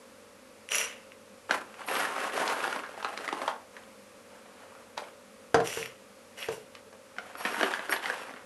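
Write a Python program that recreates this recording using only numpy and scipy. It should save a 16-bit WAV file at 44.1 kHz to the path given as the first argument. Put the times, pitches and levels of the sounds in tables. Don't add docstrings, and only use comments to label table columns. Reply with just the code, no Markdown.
import sys
import numpy as np
from scipy import signal
from scipy.fft import rfft, irfft, next_fast_len
from scipy.io import wavfile
from scipy.ndimage import uniform_filter1d, map_coordinates

SR = 44100
rng = np.random.default_rng(int(sys.argv[2]) if len(sys.argv) > 2 else 0)


def ratio_of_db(decibels):
    return 10 ** (np.asarray(decibels, float) / 20)


def master_out(mix):
    frames = np.transpose(np.atleast_2d(mix))
    ceiling = np.clip(frames, -1, 1)
    pcm = np.round(ceiling * 32767).astype(np.int16)
    wavfile.write(sys.argv[1], SR, pcm)


N = 372644
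TIME = np.arange(N) / SR


def unit(x):
    return x / np.sqrt(np.mean(x ** 2) + 1e-20)


def along(points, hz):
    f, v = np.transpose(points)
    return np.interp(np.log(hz + 1), np.log(f + 1), v)


def gesture(tables, rest):
    out = np.full(N, float(rest))
    for rows in map(np.array, tables):
        inside = (TIME >= rows[0, 0]) & (TIME <= rows[-1, 0])
        out[inside] = np.interp(TIME[inside], rows[:, 0], rows[:, 1])
    return out


def filtered(x, response):
    m = next_fast_len(N + SR // 2)
    return irfft(rfft(x, m) * response(np.fft.rfftfreq(m, 1 / SR)), m)[..., :N]


def resonances(modes):
    def response(f):
        total = 0
        for k, (centre, width, db) in enumerate(modes):
            mode = 1j * f * width / (centre * centre - f * f + 1j * f * width)
            total = total + (-1) ** k * ratio_of_db(db) * mode
        return total
    return response


def band(x, lo_hz, hi_hz):
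    edges = [lo_hz, min(hi_hz, .45 * SR)]
    return unit(signal.sosfilt(signal.butter(2, edges, "band", fs=SR, output="sos"), x))


def wobble(rate):
    return map_coordinates(rng.standard_normal(int(N * rate / SR) + 4), [TIME * rate])


def contacts(count, spread_db):
    draw = rng.random((count, 3))
    at = (draw[:, 0] * N).astype(int)
    size = np.sign(draw[:, 1] - .5) * ratio_of_db(-spread_db * np.log(draw[:, 2] + .01))
    return at, size


def ticks(count, spread_db, smooth):
    at, size = contacts(count, spread_db)
    clicks = unit(np.bincount(at, size, N))
    return unit(clicks + smooth * rng.standard_normal(N))


# multiple of the shaft rate, level in dB rms before its waver.
COMPRESSOR_ORDERS = [(2, -74), (5, -77), (9, -68.5), (10, -65.5), (11, -61), (12, -65)]


def fridge():
    shaft_hz = 48.45
    hum = 0
    for order, db in COMPRESSOR_ORDERS:
        level = np.sqrt(2) * ratio_of_db(db + 0.81 * wobble(7.4))
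        hum = hum + level * np.sin(2 * np.pi * (int(order) * shaft_hz * TIME + rng.random()))
    return hum


# frequency in Hz, relative density in dB per Hz.
AIR_COLOUR = [(15, -58), (25, -10.5), (140, -15), (169, -20), (202, -1.5), (379, -14), (410, -10.5),
              (533, -6.5), (674, -15), (1200, -12), (1730, -17), (2490, -17.5), (3150, -22), (11300, -26),
              (12900, -27), (16800, -71), (22000, -120)]
# frequency in Hz, relative density in dB per Hz.
SIDE_NOISE_COLOUR = [(15, -62), (25, -15), (1440, -25.5), (2690, -28), (11100, -33), (12000, -3.5),
                     (12900, -38), (16800, -41), (22000, -120)]


def steady_noise(spectrum, db):
    noise = unit(filtered(rng.standard_normal(N), lambda f: ratio_of_db(along(spectrum, f))))
    return ratio_of_db(db + 0.39 * wobble(3.38)) * noise


# frequency in Hz, time to fall 60 dB in seconds.
KITCHEN_DECAY = [(150, 0.47), (600, 0.39), (2000, 0.23), (10000, 0.19)]


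def kitchen(x):
    out, hop, delay = np.zeros((2, N + SR)), SR // 2, 150
    for start in range(0, N, hop):
        hz, t, z = signal.stft(rng.standard_normal((2, hop)), SR, nperseg=256)
        decay = ratio_of_db(-60 * t / along(KITCHEN_DECAY, hz)[:, None])
        tail = signal.istft(z * decay, SR, nperseg=256)[1]
        tail = tail / np.linalg.norm(tail[0])
        wet = signal.fftconvolve(x[None, start:start + hop], tail, axes=1)[:, :SR - 200]
        out[:, start + delay:start + delay + wet.shape[1]] += wet
    return out[:, :N]


# frequency in Hz, gain in dB.
ECHO_SIDE_COLOUR = [(40, -22), (120, -32), (300, -39.5), (1500, -35), (4000, -23.5), (11000, -14.5)]


def side_echo(tail):
    return filtered(tail, lambda f: ratio_of_db(along(ECHO_SIDE_COLOUR, f)))


# time in seconds, overall level in dB, sharpness (crack) in dB.
SPOON_KNOCKS = [(5.544, -10.5, -4), (5.602, -23.5, -4.5), (5.772, -25, -9.5), (6.486, -25, -6),
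                (6.508, -33.5, -15), (6.866, -48, -18), (6.928, -53.5, 6)]
# frequency in Hz, relative level in dB, time to fall 60 dB in seconds.
GRINDER_MODES = [(64.6, -48, 0.39), (129.8, -19.5, 0.25), (175, -21, 0.18), (310, -19, 0.029),
                 (452.6, 1, 0.066), (618, -14, 0.12), (746, -21.5, 0.14), (1040, -27, 0.05),
                 (1600, 5, 0.012)]


def knocks():
    out, t = np.zeros(N + SR), np.arange(SR // 2) / SR
    for s, db, crack_db in SPOON_KNOCKS:
        noise = rng.standard_normal((3, len(t)))
        buzz = 1 + .3 * band(noise[2], 15, 90)
        ring = 0
        for hz, level, t60 in GRINDER_MODES:
            sharpness_db = (crack_db + 2) * (hz > 550)
            ring = ring + ratio_of_db(level + sharpness_db - 60 * t / t60) * np.sin(2 * np.pi * hz * t)
        onset = 1 - np.exp(-t / .0006)
        crack = ratio_of_db(crack_db - 9 - 60 * t / 0.038) * band(noise[0], 990, 5900)
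        rattle = ratio_of_db(crack_db - 2.0 - 60 * t / 0.13) * band(noise[1], 330, 1140)
        out[round(s * SR):][:len(t)] += ratio_of_db(db) * (buzz * ring * onset + crack + rattle)
    return out[:N]


# start in seconds, end in seconds, drive of the low modes in dB, drive of the high modes in dB.
SPOON_SCRAPES = [(1.862, 2.06, -62, -48.5), (2.336, 2.79, -72, -59), (5.66, 5.876, -54, -61),
                 (6.384, 6.477, -55, -57), (7.37, 7.676, -55, -55.5), (7.896, 7.943, -45.5, -42.5),
                 (8.027, 8.275, -60, -73)]
# frequency in Hz, width in Hz, gain in dB.
SPOON_MODES = [(4450, 50, -4), (5590, 22, 3), (8600, 70, -8), (9420, 60, -5), (10400, 100, -8),
               (11350, 130, 0)]


def spoon():
    rub_drive_db = 22.5
    rub, out = ticks(count=4000, spread_db=4.0, smooth=0.3), 0
    for column, modes in enumerate([SPOON_MODES[:2], SPOON_MODES[2:]]):
        stroke = 0
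        for start, end, *db in SPOON_SCRAPES:
            fade_db = -6 * (TIME - start) / (end - start)
            stroke = stroke + ratio_of_db(db[column] + fade_db) * (TIME > start) * (TIME < end)
        out = out + filtered(ratio_of_db(rub_drive_db) * stroke * rub, resonances(modes))
    return out


def flow(start, hold, db, dies_db_per_s):
    swell_db = 1100 * np.maximum(start - TIME, 0)
    fall_db = dies_db_per_s * np.maximum(TIME - start - hold, 0)
    return ratio_of_db(db - swell_db - fall_db)


# start of full flow in seconds, its length in seconds, patter drive in dB, steel drive in dB.
SPOONFULS = [(.717, 0.096, -27, -24.5), (5.65, 0.15, -34.5, -25.5), (6.38, 0.064, -36, -34),
             (6.52, 0.01, -58, -30)]
BOWL_FREEDOM = [0, -10, -15, -15]
# time in seconds, base drive in dB, steel drive in dB relative to it.
BEAN_DROPS = [(0.689, -29.5, 2.5), (0.7108, -19, -21), (0.7191, -14.5, -4), (0.7367, -20, -2),
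              (0.7465, -18, -4), (0.754, -18, 8), (0.7614, -17, 3), (0.7831, -15, 4.5), (0.8054, -27, -8),
              (0.8135, -20, -8), (0.9263, -24, -28), (1.1194, -33.5, -12), (5.659, -23, -12),
              (5.6734, -22.5, 13.5), (5.7276, -22.5, -16), (5.757, -30, -5), (5.8277, -21, -24),
              (5.8587, -23.5, 2), (6.3808, -39, -18), (6.4271, -21, -20), (6.443, -26, -4),
              (6.5268, -34, 1)]
# frequency in Hz, width in Hz, gain in dB.
BOWL_MODES = [(5790, 97, 7), (6050, 95, 1.5), (6400, 130, -4), (6870, 110, 2.5), (7580, 260, -7.5),
              (8440, 95, -1), (9400, 250, -8.5), (10850, 130, 2.5)]
CAVITY_MODES = [(515, 87, 3), (1400, 930, -0.5), (2000, 394, 5.5), (2790, 380, 4.5), (3414, 28, -1.5)]


def pouring():
    cavity_drive_db, steel_drive_db = 2, 8
    rain = ticks(count=9000, spread_db=2.5, smooth=0.99)
    dull = sum(flow(s, hold, db, dies_db_per_s=129) for s, hold, db, _ in SPOONFULS) * rain
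    bright = sum(flow(s, hold, db, dies_db_per_s=218) for s, hold, _, db in SPOONFULS) * rain
    bounce = ratio_of_db(-60 * np.arange(200) / 130)
    for s, db, ring_db in BEAN_DROPS:
        noise = rng.standard_normal((2, len(bounce)))
        soft_blow = bounce * band(noise[0], 1170, 4300)
        hard_blow = bounce * np.sign(noise[1])
        dull[round(s * SR):][:len(bounce)] += ratio_of_db(db + cavity_drive_db) * soft_blow
        bright[round(s * SR):][:len(bounce)] += ratio_of_db(db + ring_db + steel_drive_db) * hard_blow
    freedom = ratio_of_db(np.interp(TIME, [s for s, *_ in SPOONFULS], BOWL_FREEDOM))
    rattle = filtered(bright, lambda f: 0.16 * (f / (f - 3000j)) ** 2)
    body_modes = [(hz, 2.5 / t60, db) for hz, db, t60 in GRINDER_MODES]
    thud = filtered(0.26 * dull, resonances(body_modes))
    cavity = filtered(dull, resonances(CAVITY_MODES))
    steel = filtered(freedom * bright, resonances(BOWL_MODES))
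    return thud + cavity + steel + rattle


# time in seconds, overall level in dB, pitch in Hz, thump in dB relative to the overall level.
BAG_CLACKS = [(1.494, -32, 1330, 8), (1.509, -14, 1536, -10), (1.817, -33.5, 1120, -26),
              (1.877, -37, 800, -29), (2.051, -23, 1700, -15), (2.163, -27, 1460, -23),
              (2.361, -29.5, 1710, -23), (2.41, -25, 1420, -15), (2.423, -29, 885, -18),
              (2.477, -24, 935, -27), (2.488, -27, 880, -20), (2.567, -37, 1190, -7),
              (2.604, -24.5, 1200, -20), (2.641, -22.5, 1480, -25), (2.65, -23, 860, -30),
              (2.677, -25.5, 800, -5), (2.727, -20.5, 1470, -25), (2.761, -25.5, 1060, -3),
              (2.835, -33.5, 1360, -23), (2.862, -35.5, 1500, -28), (3.001, -37, 1250, -21),
              (3.027, -29, 890, -10), (3.046, -21, 1030, -7), (3.175, -31.5, 1200, -8),
              (3.245, -34.5, 1600, -7), (3.278, -24, 2000, -2.5), (3.288, -22, 1210, -24),
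              (3.327, -19.5, 886, -5), (3.417, -26.5, 1130, -15), (3.478, -17.5, 935, -43),
              (3.766, -36.5, 1740, -23), (4.751, -42, 1220, -21), (4.977, -24, 864, -35),
              (5.038, -41, 2270, -30), (6.751, -42, 1190, -24), (7.165, -42, 1700, -15),
              (7.184, -25, 1470, -3), (7.353, -33, 1350, 0), (7.451, -17, 1810, -2.5),
              (7.61, -18.5, 1580, 0.5), (7.63, -15.5, 1680, 1), (7.737, -19.5, 1620, -24),
              (7.793, -26, 1660, -3.5), (7.894, -27, 1530, -1), (7.924, -20.5, 1900, -23),
              (7.963, -31, 795, -26), (8.057, -22.5, 2010, -19), (8.099, -21, 1630, -0.5),
              (8.203, -39, 1400, -12), (8.338, -38.5, 1420, 3.5), (8.362, -40, 1500, -17)]


def clacks():
    out, t = np.zeros(N + SR), np.arange(SR // 4) / SR
    press = t / .0011 * np.exp(1 - t / .0011)
    for s, db, hz, thump_db in BAG_CLACKS:
        vary_db = 6.5 * rng.standard_normal(2)
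        snap_db = -21.5 - 8 * np.log2(hz / 1000) + vary_db[0]
        settle_db = -18 + vary_db[1]
        noise = rng.standard_normal((4, len(t)))
        tone = press * np.sin(2 * np.pi * hz * t)
        crack = 0.4 * press * band(noise[3], hz / 2, 1.8 * hz)
        settle = band(noise[0], hz / 1.45, 1.4 * hz) * ratio_of_db(settle_db - 60 * t / .16)
        thump = band(noise[1], 134, 510) * ratio_of_db(thump_db - 60 * t / 0.035)
        snap_shape = 1.2 * press + .8 * ratio_of_db(-60 * t / .05)
        snap = band(noise[2], 1500, 4500) * ratio_of_db(snap_db) * snap_shape
        out[round(s * SR):][:len(t)] += ratio_of_db(db) * (tone + crack + settle + thump + snap)
    return out[:N]


# time in seconds, crunch level in dB before its random clumping.
DIG_STROKES = [
    [(1.49, -52), (1.52, -29), (1.66, -61.5), (1.8, -45.5), (1.865, -51.5), (1.885, -36), (1.95, -31.5),
     (2.05, -34), (2.1, -39), (2.25, -35.5), (2.32, -42), (2.37, -33.5), (2.74, -39.5), (2.84, -53),
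     (3.0, -48), (3.4, -44.5), (3.5, -44), (3.68, -78), (3.76, -55), (3.95, -75)],
    [(4.3, -64), (4.6, -57), (4.81, -60.5), (4.966, -68), (4.976, -42), (5.2, -77)],
    [(6.7, -86), (6.774, -56.5), (6.89, -102), (7.234, -52), (7.37, -57), (7.4, -41.5), (7.64, -36),
     (7.875, -47), (7.922, -30), (8.002, -49.5), (8.056, -38), (8.45, -62)],
]
DIG_PITCHES = [1037, 926, 1400]
# frequency in Hz, gain in dB.
FOIL_COLOUR = [(600, 6), (1500, 11), (2200, 4.5), (2900, 3.5), (3700, -4), (7300, -9.5), (11200, -8.5),
               (13000, -18)]


def digging():
    at, size = contacts(count=4500, spread_db=4.0)
    dig_starts = [rows[0][0] for rows in DIG_STROKES]
    dig = np.clip(np.searchsorted(dig_starts, at / SR) - 1, 0, None)
    hz = np.array(DIG_PITCHES)[dig] * np.exp(.5 * rng.standard_normal(len(at)))
    lag = np.arange(400)
    cycles = np.clip(hz, 250, 3400)[:, None] * lag / SR
    strength = (size * (hz / 1000) ** 0.06)[:, None]
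    envelope = np.exp(-cycles / 1.3) * (1 - np.exp(-4 * cycles))
    tones = strength * np.sin(2 * np.pi * cycles) * envelope
    crunch = unit(np.bincount((at[:, None] + lag).ravel(), tones.ravel())[:N])
    jolts = 0.36 * unit(np.bincount(at, size, N))
    crackle = ticks(count=15000, spread_db=-0.5, smooth=0.3)
    sizzle = unit(filtered(jolts + crackle, lambda f: ratio_of_db(along(FOIL_COLOUR, f))))
    clumps_db = 2.3 * wobble(70)
    scraping = sum(1. * (TIME > start) * (TIME < end) for start, end, *_ in SPOON_SCRAPES)
    scraping = uniform_filter1d(scraping, int(0.02 * SR))
    foil_db = -0.5 + 0.5 * scraping
    return ratio_of_db(gesture(DIG_STROKES, rest=-120) + clumps_db) * (crunch + ratio_of_db(foil_db) * sizzle)


def scene():
    bag = filtered(digging() + clacks(), lambda f: (f / (f - 170j)) ** 4)
    table = bag + spoon() + pouring() + knocks()
    echo, other_echo = kitchen(table)
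    mid = table + ratio_of_db(-7) * echo + fridge() + steady_noise(AIR_COLOUR, db=-55)
    side = side_echo(other_echo) + steady_noise(SIDE_NOISE_COLOUR, db=-76)
    return np.array([mid + side, mid - side])


def roll_off(x):
    return signal.sosfilt(signal.butter(12, 13080, fs=SR, output="sos"), x)


def record(dry):
    def rolloff(f):
        return (f / (f - 45j)) ** 3 / (1 + (f / 12400) ** 34)
    mix = filtered(dry, rolloff)
    return roll_off(mix)


dry = scene()
out = record(dry)
master_out(out)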